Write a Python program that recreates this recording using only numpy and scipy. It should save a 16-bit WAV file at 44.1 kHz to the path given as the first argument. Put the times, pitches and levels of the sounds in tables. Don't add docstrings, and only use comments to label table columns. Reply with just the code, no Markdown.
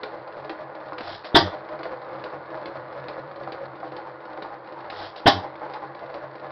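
import sys
import numpy as np
from scipy import signal
from scipy.fft import rfft, irfft, next_fast_len
from scipy.io import wavfile
from scipy.ndimage import uniform_filter1d

SR = 44100
rng = np.random.default_rng(int(sys.argv[2]) if len(sys.argv) > 2 else 0)


def to_wav(sig):
    pcm = np.clip(np.atleast_2d(sig), -1, 1) * 32767
    pcm = np.round(pcm).astype(np.int16)
    wavfile.write(sys.argv[1], SR, pcm.T)


N = 287091
TIME = np.arange(N) / SR

# t/s, level/dB, ring of the iron/dB
LATCH_CLICKS = [(0.0327, -28.5, 11.5), (0.4945, -28.5, 14), (0.9818, -29, -4), (1.8315, -31.5, 12.5),
                (2.2388, -32, 9.5), (2.657, -32, 10), (3.0836, -31.5, 13.5), (3.5204, -31.5, 2.5),
                (3.965, -34.5, 13.5), (4.4216, -32, 15.5), (4.8999, -29, 6), (5.7361, -33.5, 1.5),
                (6.1413, -36.5, 15.5)]
# place/cam turn, level/dB, half length/s
LOAD_REVERSALS = [(.06, -35, 0.012), (.24, -33.5, 0.015), (.75, -36.5, .019), (.92, -40.5, 0.01)]
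# intake valve lifts t/s, its click level/dB, compression seats it t/s, that click level/dB
CHARGE_CYCLES = [(1.007, -28.5, 1.244, -31), (4.923, -36, 5.1586, -39)]
# t/s, blast level/dB, pipe ring level/dB, rasp level/dB, blow-down/s, trailing hiss level/dB,
# squeal f/Hz, squeal level/dB, pipe throb level/dB, delay until the throb is strongest/s
FIRING_EVENTS = [(1.3451, -8.5, -1.5, -17, 0.022, -13.5, 3539, -6.5, -20, .104),
                 (5.2577, -10.5, 1, -16, 0.022, -20, 3200, -14, -23, 0.11)]
# f/Hz, level per Hz/dB
KNOCK_SPECTRUM = [(20, -45), (50, -32.5), (85, -7.5), (200, -24.5), (270, -20), (330, -2.5), (410, -14.5),
                  (520, 2), (700, 3.5), (950, 1), (1400, -4.5), (2000, -13), (2600, -20), (5000, -40.5)]


def from_db(db):
    return 10 ** (np.asarray(db) / 20)


def rms_one(x):
    return x / np.sqrt(np.mean(x ** 2) + 1e-20)


def swell(age, rise_s, hold_s, fall_s):
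    return np.clip(age / rise_s, 0, 1) * np.exp(-np.maximum(age - hold_s, 0) / fall_s)


def colour(x, spectrum):
    size = 2 ** 13
    hz, db = np.transpose(spectrum)
    bins_hz = np.arange(size // 2 + 1) * SR / size
    gain = rms_one(from_db(np.interp(np.log(bins_hz + 1), np.log(hz), db)))
    cepstrum = irfft(np.log(gain))[:size // 2]
    cepstrum[1:] *= 2
    response = irfft(np.exp(rfft(cepstrum, size)))
    return signal.fftconvolve(x, response)[:N]


def resonate(x, modes):
    t = TIME[:SR // 2]
    response = np.zeros(len(t))
    for k, (hz, width, db) in enumerate(modes):
        decay = width * np.exp(-np.pi * width * t)
        response += (-1) ** k * from_db(db) * decay * np.cos(2 * np.pi * hz * t)
    return signal.fftconvolve(x, response / np.linalg.norm(response))[:N]


def shed(x, wet_db):
    t60_s = 0.25
    t = TIME[:SR // 2]
    tail = rng.standard_normal(len(t)) * from_db(-60 * t / t60_s) * (t > .004)
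    wet = from_db(wet_db)
    reverberant = signal.fftconvolve(x, tail / np.linalg.norm(tail))[:N]
    return (x + wet * reverberant) / np.hypot(1, wet)


def iron(force, favoured_hz=700, focus_db=0, focus_octaves=0.064, scatter=1.0, lowest_hz=170):
    # f/Hz, level/dB, t60/s
    iron_modes = [(201, -7.5, 0.054), (311, -6.5, 0.22), (340.7, -1.5, 0.15), (428, -6, 0.17),
                  (501.4, -1.5, 0.18), (548.6, -4.5, 0.27), (601.5, -0.5, 0.1), (721, -5.5, 0.091),
                  (783.6, 0, 0.13), (880, -5.5, 0.048), (1042, 2, 0.03), (1085, -8, 0.12), (1222, 3, 0.022),
                  (1435, -5, 0.092), (1626, -3.5, 0.015), (1920, -26.5, 0.025), (2180, -4, 0.011)]
    out = np.zeros(N)
    for hz, db, t60 in iron_modes:
        radius = from_db(-60 / (t60 * SR))
        angle = 2 * np.pi * hz / SR
        nearness = np.exp(-.5 * (np.log2(hz / favoured_hz) / focus_octaves) ** 2)
        draw = rng.choice([-1, 1]) + scatter * rng.standard_normal(N)
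        strength = from_db(db + focus_db * nearness) * draw
        poles = [1, -2 * radius * np.cos(angle), radius * radius]
        out += signal.lfilter([0, np.sin(angle)], poles, force * strength + 1e-18)
    return signal.sosfilt(signal.butter(2, lowest_hz, "high", fs=SR, output="sos"), out)


def cam_marks():
    firing_turn = .745
    clicks, bangs = np.array(LATCH_CLICKS)[:, 0], np.array(FIRING_EVENTS)[:, 0]
    gaps = np.diff(clicks)
    turns = np.cumsum([0, *np.round(gaps / np.median(gaps))])
    fired = np.floor(np.interp(bangs, clicks, turns)) + firing_turn
    times = np.sort([clicks[0] - gaps[0], *clicks, *bangs, clicks[-1] + gaps[-1]])
    return times, np.sort([-1, *turns, *fired, turns[-1] + 1])


def cam_turns():
    return np.interp(TIME, *cam_marks())


def speed():
    rate = uniform_filter1d(np.gradient(cam_turns()), size=SR // 10)
    return rate / rate.mean()


def every_turn(rows):
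    times, turns = cam_marks()
    played = []
    for turn in np.arange(turns[0], turns[-1]):
        for place, *rest in rows:
            played.append((np.interp(turn + place, turns, times), *rest))
    return np.array([row for row in played if 0 < row[0] < TIME[-1]])


def running(level_db, swing_db, top_turn, power):
    swing = swing_db * np.cos(2 * np.pi * (cam_turns() - top_turn))
    return from_db(level_db + swing) * speed() ** power


def pumping(level_db=-2.0, hum_hz=135, width_hz=15, steadiness=0.55, depth=0.51, top_turn=0.36,
            shut_db=-7):
    # t/s, level/dB
    hum_levels = [(0, -55.5), (1.6, -53.5), (3.1, -49.5), (3.8, -52), (4.3, -58.5), (5.6, -54.5),
                  (6.5, -53.5)]
    mode = [(hum_hz, width_hz, 0)]
    noise = resonate(resonate(rng.standard_normal(N), mode), mode)
    hum = signal.hilbert(noise, next_fast_len(N))[:N]
    hum = rms_one(hum.real / np.abs(hum) ** np.clip(steadiness, 0, 1))
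    stroke = 1 + depth * np.cos(2 * np.pi * 2 * (cam_turns() - top_turn))
    shut = np.zeros(N)
    for charge, bang in zip(CHARGE_CYCLES, FIRING_EVENTS):
        shut += swell(TIME - charge[0], rise_s=.05, hold_s=bang[0] - charge[0], fall_s=.03)
    coasting = from_db(np.interp(TIME, *np.transpose(hum_levels)))
    return from_db(level_db + shut_db * shut) * hum * stroke * coasting


def linkage(slide_db=-1.0, grit_db=-1, ticks_per_s=80, tick_s=0.0069, uneven_db=4, jolt_db=-24):
    # f/Hz, level per Hz/dB
    sliding_spectrum = [(500, -2.5), (2000, 14), (2700, -6), (3500, 2.5), (4400, 5), (5300, -8),
                        (6500, -34)]
    sizes = from_db(uneven_db * np.clip(rng.standard_normal(N), -2, 1.5))
    ticks = (rng.random(N) < ticks_per_s / SR) * sizes
    envelope = signal.lfilter([1], [1, -np.exp(-1 / (tick_s * SR))], ticks + 1e-18)
    grit = rms_one(envelope * rng.standard_normal(N))
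    rubbing = from_db(slide_db) * rng.standard_normal(N) + from_db(grit_db) * shed(grit, wet_db=-13)
    jolts = np.zeros(N)
    for s, db, half in every_turn(LOAD_REVERSALS):
        near = np.abs(TIME - s) < .1
        jolts[near] += from_db(db + jolt_db) * np.exp(-.5 * ((TIME[near] - s) / half) ** 2)
    steady = running(level_db=-59.5, swing_db=1.5, top_turn=.1, power=1.5)
    return np.hypot(steady, jolts) * colour(rubbing, sliding_spectrum)


def teeth(per_turn=52, uneven_db=2.0, chatter_per_s=900, chatter_db=-7):
    tooth = per_turn * cam_turns()
    meets = np.diff(np.floor(tooth), prepend=np.floor(tooth[0]))
    chatter = from_db(chatter_db) * (rng.random(N) < chatter_per_s / SR)
    sizes = from_db(uneven_db * np.clip(rng.standard_normal(N), -2, 2)) * rng.choice([-1, 1], N)
    return rms_one((meets + chatter) * sizes), tooth % 1


def gears(mesh_db=1.0, backlash_db=-4.0, ring_db=-1.5, knock_db=-3, growl_db=-3, growl_fade=1.0,
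          growl_jitter=0.51):
    # t/s, f/Hz
    iron_pitch = [(0, 599), (1.1, 661), (2.3, 532), (2.75, 626), (3.25, 485), (3.6, 519.5), (4, 847),
                  (5.6, 933), (6.2, 582)]
    late_s, strong_db, high_octaves = 0.002014, 1.0, .1
    contacts, since_tooth = teeth()
    jitter = growl_jitter * resonate(rng.standard_normal(N), [(40, 60, 0)])

    times, levels, halves = every_turn(LOAD_REVERSALS).T
    late, strong, high = np.clip(rng.standard_normal((len(times), 3)), -2, 2).T
    times = times + late_s * late
    pitches = np.interp(times, *np.transpose(iron_pitch)) * 2 ** (high_octaves * high)
    hammering, growl = np.zeros(N), np.zeros(N)
    vigour = speed() ** 2.5
    for s, db, half, hz in zip(times, levels + strong_db * strong, halves, pitches):
        near = np.abs(TIME - s) < .1
        age = TIME[near] - s
        burst = from_db(db) * vigour[near] * np.exp(-.5 * (age / half) ** 2)
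        hammering[near] += burst
        growl[near] += burst * np.sqrt(2) * np.sin(2 * np.pi * hz * age + jitter[near])
    growl *= rms_one(uniform_filter1d(np.exp(-growl_fade * since_tooth), size=60))

    steady = running(level_db=-41.5, swing_db=0.9, top_turn=.95, power=0.43)
    force = contacts * np.hypot(from_db(mesh_db) * steady, from_db(backlash_db) * hammering)
    ringing = iron(force, np.interp(TIME, times, pitches), focus_db=5.5)
    ringing = np.std(force) * rms_one(ringing)
    knocking = shed(colour(force, KNOCK_SPECTRUM), wet_db=-0.5)
    return from_db(ring_db) * ringing + from_db(growl_db) * growl + from_db(knock_db) * knocking


def bearing(ring_db=-14, thud_db=10):
    # t/s, level/dB
    knocks = [(0.922, -25.5), (3.475, -25.5), (3.831, -27), (4.374, -31), (5.617, -27)]
    force = np.zeros(N)
    for s, db in knocks:
        force[int(s * SR)] = from_db(db)
    thud = shed(colour(force, KNOCK_SPECTRUM), wet_db=-8)
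    return from_db(ring_db) * iron(force) + from_db(thud_db) * thud


def taps():
    # place/cam turn, level/dB, ring of the iron/dB
    tap_places = [(.525, -42.5, 3.5), (.63, -41.5, 3.5), (.8, -41.5, -0.5), (.895, -42, 4)]
    scatter_db = 3
    s, db, ring_db = every_turn(tap_places).T
    return zip(s, db + scatter_db * np.clip(rng.standard_normal(len(s)), -2, 1), ring_db)


def valve_clicks(lift_ring_db=-4, seat_ring_db=-10):
    rows = []
    for lift, lift_db, seat, seat_db in CHARGE_CYCLES:
        rows += [(lift, lift_db, lift_ring_db), (seat, seat_db, seat_ring_db)]
    return rows


def strikes(rows, level_db, decay_s, ring_db):
    # f/Hz, level per Hz/dB
    click_spectrum = [(40, -24.5), (150, -6), (350, 10), (1200, 0.5), (1700, 6.5), (2300, 4.5),
                      (3200, -0.5), (4000, 3), (5000, -4), (6500, -27.5)]
    crack, force = np.zeros(N), np.zeros(N)
    for s, db, body_db in rows:
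        after = crack[int(s * SR):][:SR // 10]
        after += from_db(db + level_db) * np.exp(-TIME[:len(after)] / decay_s)
        force[int(s * SR)] = from_db(db + body_db + ring_db)
    return shed(colour(crack * rng.standard_normal(N), click_spectrum), wet_db=-6.0) + iron(force)


def intake(level_db=3, snort_db=-7, snort_hz=100, flutter=0.21, unrest=.22, lead_s=0.028):
    # f/Hz, level per Hz/dB
    rush_spectrum = [(25, -18), (70, -12), (170, 4.5), (300, 4.5), (450, 10), (680, 23.5), (1100, 14),
                     (1900, 11.5), (2500, 3), (3300, 10.5), (4500, 9.5), (5300, 6.5), (6500, -26)]
    wobble = resonate(rng.standard_normal(N), [(40, 56, 0)])
    suction, leak = np.zeros(N), np.zeros(N)
    for lift, _, seat, _ in CHARGE_CYCLES:
        suction += from_db(-41.5) * swell(TIME - lift + lead_s, rise_s=0.1, hold_s=0.14 + lead_s,
                                          fall_s=0.038)
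        leak += from_db(-43.5) * swell(TIME - seat, rise_s=.006, hold_s=0.019, fall_s=0.029)
    valve = suction * np.sin(2 * np.pi * snort_hz * TIME + .5 * wobble)
    rush = colour((suction + leak + flutter * valve) * rng.standard_normal(N), rush_spectrum)
    return (1 + unrest * wobble) * (from_db(level_db) * rush + from_db(snort_db) * valve)


def blow_down(age, length_s, rise_s, fall_s, tail_db, tail_s):
    late = np.maximum(age - length_s, 0)
    fall = np.exp(-late / fall_s) + from_db(tail_db) * np.exp(-late / tail_s)
    return np.clip(age / rise_s, 0, 1) ** 2 * fall


def throb(age, pipe_hz=93, width_s=0.027, steep=0.47):
    wave = np.zeros(N)
    for k in range(10):
        wave += np.clip(steep, 0, .9) ** k * np.cos(2 * np.pi * (k + 1) * pipe_hz * age)
    return rms_one(wave) * np.exp(-.5 * (age / width_s) ** 2)


def firing(s, blast_db, pipe_db, rasp_db, length_s, trail_db, squeal_hz, squeal_db, throb_db, throb_s,
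           bounce_db=-9, front_db=2, front_hz=300, front_s=0.00085):
    # f/Hz, width/Hz, level/dB
    exhaust_modes = [(148, 40, -8), (300, 32, 3), (385, 60, -2), (612, 30, 3), (704, 30, 5), (804, 26, 0),
                     (922, 24, 4), (1072, 32, -2), (1158, 32, 3), (1520, 80, -4), (1870, 100, -6)]
    # f/Hz, width/Hz, level/dB
    port_modes = [(3010, 150, -6), (3170, 80, -4), (3420, 55, 1), (3695, 65, 0), (3900, 250, -6),
                  (4250, 250, -6), (4720, 250, -4), (5040, 250, -6), (5350, 300, -8)]
    # f/Hz, level per Hz/dB
    jet_spectrum = [(20, -28.5), (50, -8.5), (100, 3.5), (200, -7.5), (350, 0.5), (500, -1.5), (900, -1),
                    (1350, -4.5), (1850, 1.5), (2450, -13.5), (3300, -2), (5000, -26.5), (6500, -8)]
    age = TIME - s
    u = np.maximum(age, 0) / front_s
    pulse = u * np.exp(1 - u) * np.sin(2 * np.pi * front_hz * age)
    shock = -from_db(blast_db + front_db) * pulse

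    roar = from_db(blast_db) * blow_down(age, length_s, rise_s=0.0068, fall_s=0.012,
                                         tail_db=-17.0, tail_s=0.053)
    rasp = from_db(rasp_db) * blow_down(age - .004, length_s, rise_s=0.0093, fall_s=0.014,
                                        tail_db=trail_db, tail_s=0.023)
    jet = from_db(-3) * colour(roar * rng.standard_normal(N), jet_spectrum)
    pipe = from_db(pipe_db) * resonate(roar * rng.standard_normal(N), exhaust_modes)
    port = resonate(rasp * rng.standard_normal(N), port_modes)

    slit = from_db(squeal_db) * np.exp(-.5 * ((age - .0095) / 0.0041) ** 2)
    waver = resonate(rng.standard_normal(N), [(147, 35, 0)])
    squeal = slit * np.sin(2 * np.pi * squeal_hz * age + waver)
    bounce = from_db(throb_db + bounce_db) * throb(age - throb_s)
    return shock + bounce + shed(jet + pipe + port + squeal, wet_db=-7.5)


def scene():
    # t/s, level/dB
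    nearness_levels = [(0, .5), (1.8, 0.7), (3, 0.9), (4.2, -0.9), (5, 0.5), (5.8, -1), (6.5, -1.5)]
    quiet_db, lead_s, half_s = -3.5, .04, .035
    pressed = np.zeros(N)
    for _, _, seat, _ in CHARGE_CYCLES:
        pressed += np.exp(-.5 * ((TIME - seat + lead_s) / half_s) ** 2)
    nearness = from_db(np.interp(TIME, *np.transpose(nearness_levels)))
    mechanism = nearness * (from_db(quiet_db * pressed) * gears() + linkage())
    clicks = strikes(LATCH_CLICKS, level_db=-1, decay_s=0.0071, ring_db=-22)
    clicks += strikes([*taps(), *valve_clicks()], level_db=-4.5, decay_s=0.0067, ring_db=-9.5)
    bangs = sum(firing(*row) for row in FIRING_EVENTS)
    return (pumping() + mechanism + bearing() + clicks + intake() + bangs)[None]


def record(dry):
    mic_top_hz, passband_hz, cutoff_hz = 5450, 6050, 15800
    peak_limit = .71
    rounded = np.tanh(dry)
    dull = signal.sosfilt(signal.butter(10, mic_top_hz, fs=SR, output="sos"), rounded)
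    narrow = signal.sosfilt(signal.ellip(12, .1, 90, passband_hz, fs=SR, output="sos"), dull)
    clipped = np.clip(narrow, -peak_limit, peak_limit)
    return signal.sosfilt(signal.ellip(12, .1, 90, cutoff_hz, fs=SR, output="sos"), clipped)


dry = scene()
out = record(dry)
to_wav(out)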